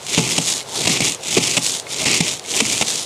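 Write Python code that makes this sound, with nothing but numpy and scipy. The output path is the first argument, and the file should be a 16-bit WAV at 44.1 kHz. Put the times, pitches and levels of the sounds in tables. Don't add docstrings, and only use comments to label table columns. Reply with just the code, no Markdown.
import sys
import numpy as np
from scipy import signal
from scipy.fft import rfft, irfft
from scipy.io import wavfile

SR = 44100
rng = np.random.default_rng(int(sys.argv[2]) if len(sys.argv) > 2 else 0)


def file_out(sig):
    cols = np.atleast_2d(sig).T
    lim = np.clip(cols, -1, 1)
    pcm = np.round(lim * 32767).astype(np.int16)
    wavfile.write(sys.argv[1], SR, pcm)


N = 134505


def amp(db):
    return 10 ** (np.asarray(db) / 20)


def evened(x):
    return x / np.sqrt(np.mean(x ** 2) + 1e-20)


def add(mix, start_s, sound):
    part = mix[max(round(start_s * SR), 0):][:len(sound)]
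    part += sound[:len(part)]


def bell(t, centre_s, width_s):
    return np.exp(-((t - centre_s) / width_s) ** 2)


def coloured(x, spectrum, size=4096):
    hz, db = np.transpose(spectrum)
    bin_hz = abs(np.fft.fftfreq(size, 1 / SR))
    log_gain = np.log(amp(np.interp(np.log(bin_hz + 1), np.log(hz), db)))
    taps = np.fft.ifft(np.exp(np.conj(signal.hilbert(log_gain)))).real[:size // 2]
    return evened(signal.oaconvolve(x, taps)[:len(x)])


def wander(span_s):
    hz = np.fft.rfftfreq(N, 1 / SR)
    return evened(irfft(rfft(rng.standard_normal(N)) / (1 + (2 * hz * span_s) ** 4), N))


def resonate(x, hz, width_hz):
    turn = np.exp(2j * np.pi * np.cumsum(hz * np.ones(len(x))) / SR)
    r = np.exp(-np.pi * width_hz / SR)
    return 2 * (turn * signal.lfilter([1 - r], [1, -r], x / turn)).real


def struck(modes):
    t = np.arange(SR // 3) / SR
    return sum(amp(db - 60 * t / t60) * np.sin(2 * np.pi * hz * t) for hz, db, t60 in modes)


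def snaps(spread_db, snaps_per_s=9000, largest=4.6):
    size = amp(spread_db * np.minimum(rng.exponential(1, N), largest))
    return size * rng.choice([-1., 1.], N) * (rng.random(N) < snaps_per_s / SR)


# pitch_hz, level_db per Hz
OUTDOOR_SPECTRUM = [(25, -13), (60, -11), (130, 1), (270, -10), (440, 3), (620, 0), (850, -1), (1300, -9),
                    (1900, -11.5), (4000, -11.5), (7000, -15), (10000, -19), (14000, -34), (15500, -33)]
OUTDOORS_DB, GUST_DB, GUST_S = -36.5, .6, 0.1


def outdoors():
    level = amp(OUTDOORS_DB + GUST_DB * wander(GUST_S))
    return level * coloured(rng.standard_normal(N), OUTDOOR_SPECTRUM)


PORCH_DB, PORCH_T60_S, PORCH_DELAY_S, ECHOES_PER_S = -18, 0.16, .004, 2000


def porch(x):
    t = np.arange(SR // 3) / SR
    taps = rng.choice([-1., 1.], len(t)) * (rng.random(len(t)) < ECHOES_PER_S / SR)
    taps = taps * (t > PORCH_DELAY_S) * amp(-60 * t / PORCH_T60_S)
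    return signal.oaconvolve(x, taps / np.linalg.norm(taps))[:N]


# start_s, level_db
CLINKS = [(.611, -28), (1.868, -26), (2.449, -31)]
# pitch_hz, level_db, t60_s
FRAME_MODES = [(2180, 0, .04), (2480, -4, .03), (3500, -6, .025), (4050, -10, .02)]


def clinks():
    out = np.zeros(N)
    for start_s, level_db in CLINKS:
        add(out, start_s, amp(level_db) * struck(FRAME_MODES))
    return out


# centre_s, width_s, pitch_hz at the centre, level_db
HUMS = [(.755, .035, 860, -35.5), (0.804, 0.022, 407, -30), (2.023, 0.015, 604, -31.5),
        (2.557, .03, 410, -32)]
HUM_WIDTH_HZ, HUM_FALL_HZ_PER_S = 140, 770


def sleeve_hums():
    t, out = np.arange(N) / SR, np.zeros(N)
    for centre_s, width_s, hz, level_db in HUMS:
        pitch_hz = hz - HUM_FALL_HZ_PER_S * np.clip(t - centre_s, -2 * width_s, 2 * width_s)
        hum = evened(resonate(rng.standard_normal(N), pitch_hz, HUM_WIDTH_HZ))
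        out += amp(level_db) * bell(t, centre_s, width_s * np.sqrt(2)) * hum
    return out


CONTACT_RISE_S = .0007
POP_S = 0.0015
# start_s, level_db (before halving)
POPS = [(.066, -8), (0.147, -1.5), (1.052, -1), (1.121, -6), (1.147, -8.5), (1.695, -7), (1.798, -5.5),
        (2.146, -15), (2.338, -12), (2.395, -10.5), (2.515, -7), (2.903, -6)]
# pitch_hz, level_db per Hz
HISS_SPECTRUM = [(100, -22.5), (500, -9.5), (900, -11.5), (1600, -14), (2300, -6.5), (3500, 1.5),
                 (4300, -1), (5300, -1.5), (6900, 1.5), (8300, -2.5), (9600, -7), (12000, -18.5),
                 (14000, -24), (15500, -74)]


def pops():
    t, level = np.arange(SR // 50) / SR, np.zeros(N)
    for start_s, level_db in POPS:
        burst = np.minimum(t / CONTACT_RISE_S, 1) * np.exp(-t / POP_S)
        add(level, start_s, amp(level_db) * burst / 2)
    return level * coloured(rng.standard_normal(N), HISS_SPECTRUM)


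# start_s, splat_db, splat_length_s, knock_db, knock_hz at onset,
# ring_db, slap_db
BUMPS = [(0.176, -19.5, 0.02, -4, 209, -1, -20), (0.38, -14.5, 0.0078, -10, 193, -12, -20),
         (0.854, -19, 0.0058, -13, 134, -28, -36), (0.872, -14.5, 0.008, -10.5, 352, -11, -24),
         (0.897, -20.5, 0.011, -12, 211, -33, -30), (1.0043, -16, 0.0038, -10.5, 227, -21, -44),
         (1.019, -21.5, 0.0062, -12, 146, -24, -46), (1.3672, -17.5, 0.017, -4.5, 430, -4.5, -20.5),
         (1.5681, -14, 0.015, -18, 307, -9.5, -20.5), (2.0575, -16, 0.0034, -19, 200, -20, -27),
         (2.066, -18.5, 0.0044, -18, 168, -30, -29), (2.2039, -14.5, 0.0087, -4, 201, -17.5, -33),
         (2.603, -11.5, 0.0062, -11, 488, -25, -18.5), (2.62, -39, .002, -10, 255, -32, -28),
         (2.8112, -14.5, 0.005, -46, 445, -31, -18), (2.821, -15.5, 0.0072, -15.5, 244, -45, -17)]
# pitch_hz, level_db, t60_s
BOARD_MODES = [(128, -5.5, 0.33), (170, 2, 0.15), (221.6, -1, 0.14), (266, 1, 0.15), (396, -13, 0.2),
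               (447.3, 0, .09), (718, -13, 0.19), (856, -14, 0.27)]
# pitch_hz, level_db per Hz
SPLAT_SPECTRUM = [(100, -20), (700, 4.5), (1500, -21), (2100, 3.5), (2700, 5.5), (4200, -2), (6000, -1.5),
                  (8000, -1), (11000, -17.5), (14000, -27), (15500, -71)]
# pitch_hz, level_db per Hz
SLAP_SPECTRUM = [(50, -50), (180, 15.5), (400, 5), (750, -5.5), (1100, 2), (1700, -9.5), (3500, -19),
                 (15000, -67)]
SPLAT_FALL_S, CRACK, CRACK_S = 0.0018, .7, .004
KNOCK_RISE_S, KNOCK_T60_S = 0.0031, 0.054
KNOCK_SAG, KNOCK_SAG_S = 0.24, 0.0124
RING_RISE_S, KNOCK_LOW_CUT_HZ = 0.0033, 76


def bumps():
    ring = struck(BOARD_MODES)
    t = np.arange(len(ring)) / SR
    ring = ring / abs(ring).max() * (1 - np.exp(-t / RING_RISE_S))
    crack = 1 + CRACK * np.exp(-t / CRACK_S)
    sag = 1 - KNOCK_SAG * (1 - np.exp(-t / KNOCK_SAG_S))
    splat, slap, knocks = np.zeros((3, N))
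    for start_s, splat_db, length_s, knock_db, knock_hz, ring_db, slap_db in BUMPS:
        fall = np.exp(-np.maximum(t - length_s, 0) / SPLAT_FALL_S)
        contact = np.minimum(t / CONTACT_RISE_S, 1) * fall
        knock_level = np.minimum(t / KNOCK_RISE_S, 1) * amp(knock_db - 60 * t / KNOCK_T60_S)
        knock = knock_level * np.sin(2 * np.pi * np.cumsum(knock_hz * sag) / SR)
        add(splat, start_s, amp(splat_db) * contact * crack)
        add(slap, start_s, amp(slap_db) * contact)
        add(knocks, start_s, knock + amp(ring_db) * ring)
    knocks = signal.lfilter(*signal.butter(2, KNOCK_LOW_CUT_HZ, "high", fs=SR), knocks)
    wet = splat * coloured(snaps(spread_db=1), SPLAT_SPECTRUM)
    dull = slap * coloured(rng.standard_normal(N), SLAP_SPECTRUM)
    return wet + dull + knocks


ACROSS_HZ = [2600, 4640, 7500, 9700]
ACROSS_S, ACROSS_DB = 0.013, 1.1


def uneven(x):
    hz = np.fft.rfftfreq(N, 1 / SR)
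    out = np.zeros(N)
    for row in np.eye(len(ACROSS_HZ)):
        share = np.interp(hz, np.sort(ACROSS_HZ), row)
        out += irfft(rfft(x) * share, N) * amp(ACROSS_DB * wander(ACROSS_S))
    return out


# start_s, end_s, speed_up_s, slow_down_s, hiss_db, squelch_db,
# rumble_db, hardest_push_s
STROKES = [(-.03, .645, 0.28, 0.082, -23, -26.5, -29.5, .24),
           (.635, 1.185, 0.29, 0.15, -19, -20.5, -26.5, .95),
           (1.18, 1.84, .19, .14, -21, -24.5, -31, 1.435), (1.84, 2.42, 0.32, 0.2, -20, -17.5, -26, 2.092),
           (2.40, 3.1, 0.21, 0.14, -22, -27, -31.5, 2.65)]
# centre_s, width_s, level_db
LIFTS = [(0.211, 0.022, -1), (.367, 0.0075, 0), (.405, 0.02, -3), (.844, 0.013, -4), (.865, 0.0066, -10),
         (0.89, 0.0055, -6), (.992, 0.034, -8), (1.4, 0.017, -4.5), (1.561, 0.0049, -0.5),
         (1.597, 0.023, -7.5), (2.05, 0.0036, -11.5), (2.202, 0.021, -8.5), (2.232, 0.027, -5.5),
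         (2.598, 0.004, 0.5), (2.625, 0.021, -5.5), (2.845, .022, -7)]
# centre_s, width_s, level_db
PATCHES = [(0.098, 0.0062, 6), (0.147, 0.037, 4.5), (.312, 0.018, 4), (0.493, 0.03, 6), (0.923, .03, 0),
           (1.08, 0.01, 3), (1.666, 0.0045, 6), (1.695, 0.0062, 5), (1.76, 0.018, 3), (1.917, 0.039, 6),
           (2.147, 0.0056, 5), (2.568, 0.048, 3.5), (2.709, 0.025, 3), (2.887, 0.0087, 3)]
TOP_BOARD = [(.395, 0.82), (1.59, 2.05), (2.835, 2.8)]
# pitch_hz, level_db per Hz
SQUELCH_SPECTRUM = [(100, -66), (600, -6), (1200, -12.5), (1650, -17.5), (1900, -4.5), (2200, 4.5),
                    (2700, 4.5), (3600, -0.5), (5000, -3), (8000, -6.5), (11000, -80), (15500, -80)]
# pitch_hz, level_db per Hz
RUMBLE_SPECTRUM = [(25, -60), (50, -3), (90, -13), (125, 2.5), (180, -4.5), (300, 0.5), (420, -1.5),
                   (600, -18.5), (1200, -15), (3000, -73), (15000, -111)]
EASE, RUMBLE_EASE = 1.193, 0.98
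PUSH_S, RUMBLE_PUSH_S, RUMBLE_LIGHT = 0.14, 0.15, 0.39
TOP_SQUELCH_DB, TOP_RUMBLE_DB, CROSSING_S = -6, -1, 0.01
CLUMP_S, CLUMP_DB, NAP_S, NAP_DB = 0.0015, 2, 0.0085, 0.84
SNAP_SPREAD_DB, SQUELCH_SPREAD_DB = 4, 2.5
NOTCH_LOW_HZ, NOTCH_HIGH_HZ = 4740, 2520
NOTCH_WIDTH_HZ, NOTCH_DEPTH = 800, 0.31
BOARD_SHARE, RUMBLE_GRIP = 0.43, 0.64


def rolling():
    t = np.arange(N) / SR
    hiss, squelch, rumble, height = np.zeros((4, N))
    for k, (start, end, rise, fall, hiss_db, squelch_db, rumble_db, push_at) in enumerate(STROKES):
        ramp = np.clip(np.minimum((t - start) / rise, (end - t) / fall), 0, 1)
        speed = np.sin(np.pi / 2 * ramp ** EASE)
        height += (-1) ** k * np.cumsum(speed) / speed.sum()
        hiss += amp(hiss_db) * speed ** EASE
        squelch += amp(squelch_db) * speed * bell(t, push_at, PUSH_S * np.sqrt(2))
        push = RUMBLE_LIGHT + (1 - RUMBLE_LIGHT) * bell(t, push_at, RUMBLE_PUSH_S)
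        rumble += amp(rumble_db) * speed ** RUMBLE_EASE * push
    on_top = sum(np.tanh((t - a) / CROSSING_S) - np.tanh((t - b) / CROSSING_S) for a, b in TOP_BOARD) / 2
    squelch *= amp(TOP_SQUELCH_DB * on_top)
    grip_db = sum(db * bell(t, s, width) for s, width, db in LIFTS)
    patch_db = sum(db * bell(t, s, width) for s, width, db in PATCHES)
    tack = amp(grip_db + patch_db + CLUMP_DB * wander(CLUMP_S) + NAP_DB * wander(NAP_S))

    paint = hiss * coloured(snaps(SNAP_SPREAD_DB), HISS_SPECTRUM)
    paint = paint + squelch * coloured(snaps(SQUELCH_SPREAD_DB), SQUELCH_SPECTRUM)
    notch_hz = NOTCH_LOW_HZ + (NOTCH_HIGH_HZ - NOTCH_LOW_HZ) * height
    paint = paint - NOTCH_DEPTH * resonate(paint, notch_hz, NOTCH_WIDTH_HZ)

    boards = evened(signal.oaconvolve(rng.standard_normal(N), struck(BOARD_MODES))[:N])
    wall = evened(coloured(rng.standard_normal(N), RUMBLE_SPECTRUM) + BOARD_SHARE * boards)
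    rumble *= amp(TOP_RUMBLE_DB * on_top + RUMBLE_GRIP * grip_db)
    return tack * uneven(paint) + rumble * wall


def scene():
    roller = rolling() + bumps() + pops() + clinks() + sleeve_hums()
    return (roller + amp(PORCH_DB) * porch(roller) + outdoors())[None]


LOW_CUT_HZ, HIGH_CUT_HZ = 72, 15600


def record(dry):
    held = dry / (1 + dry ** 6) ** (1 / 6)
    held = signal.lfilter(*signal.butter(2, LOW_CUT_HZ, "high", fs=SR), held)
    taps = signal.firwin(511, HIGH_CUT_HZ, window=("kaiser", 9), fs=SR)
    return signal.oaconvolve(held, taps[None], "same")


dry = scene()
out = record(dry)
file_out(out)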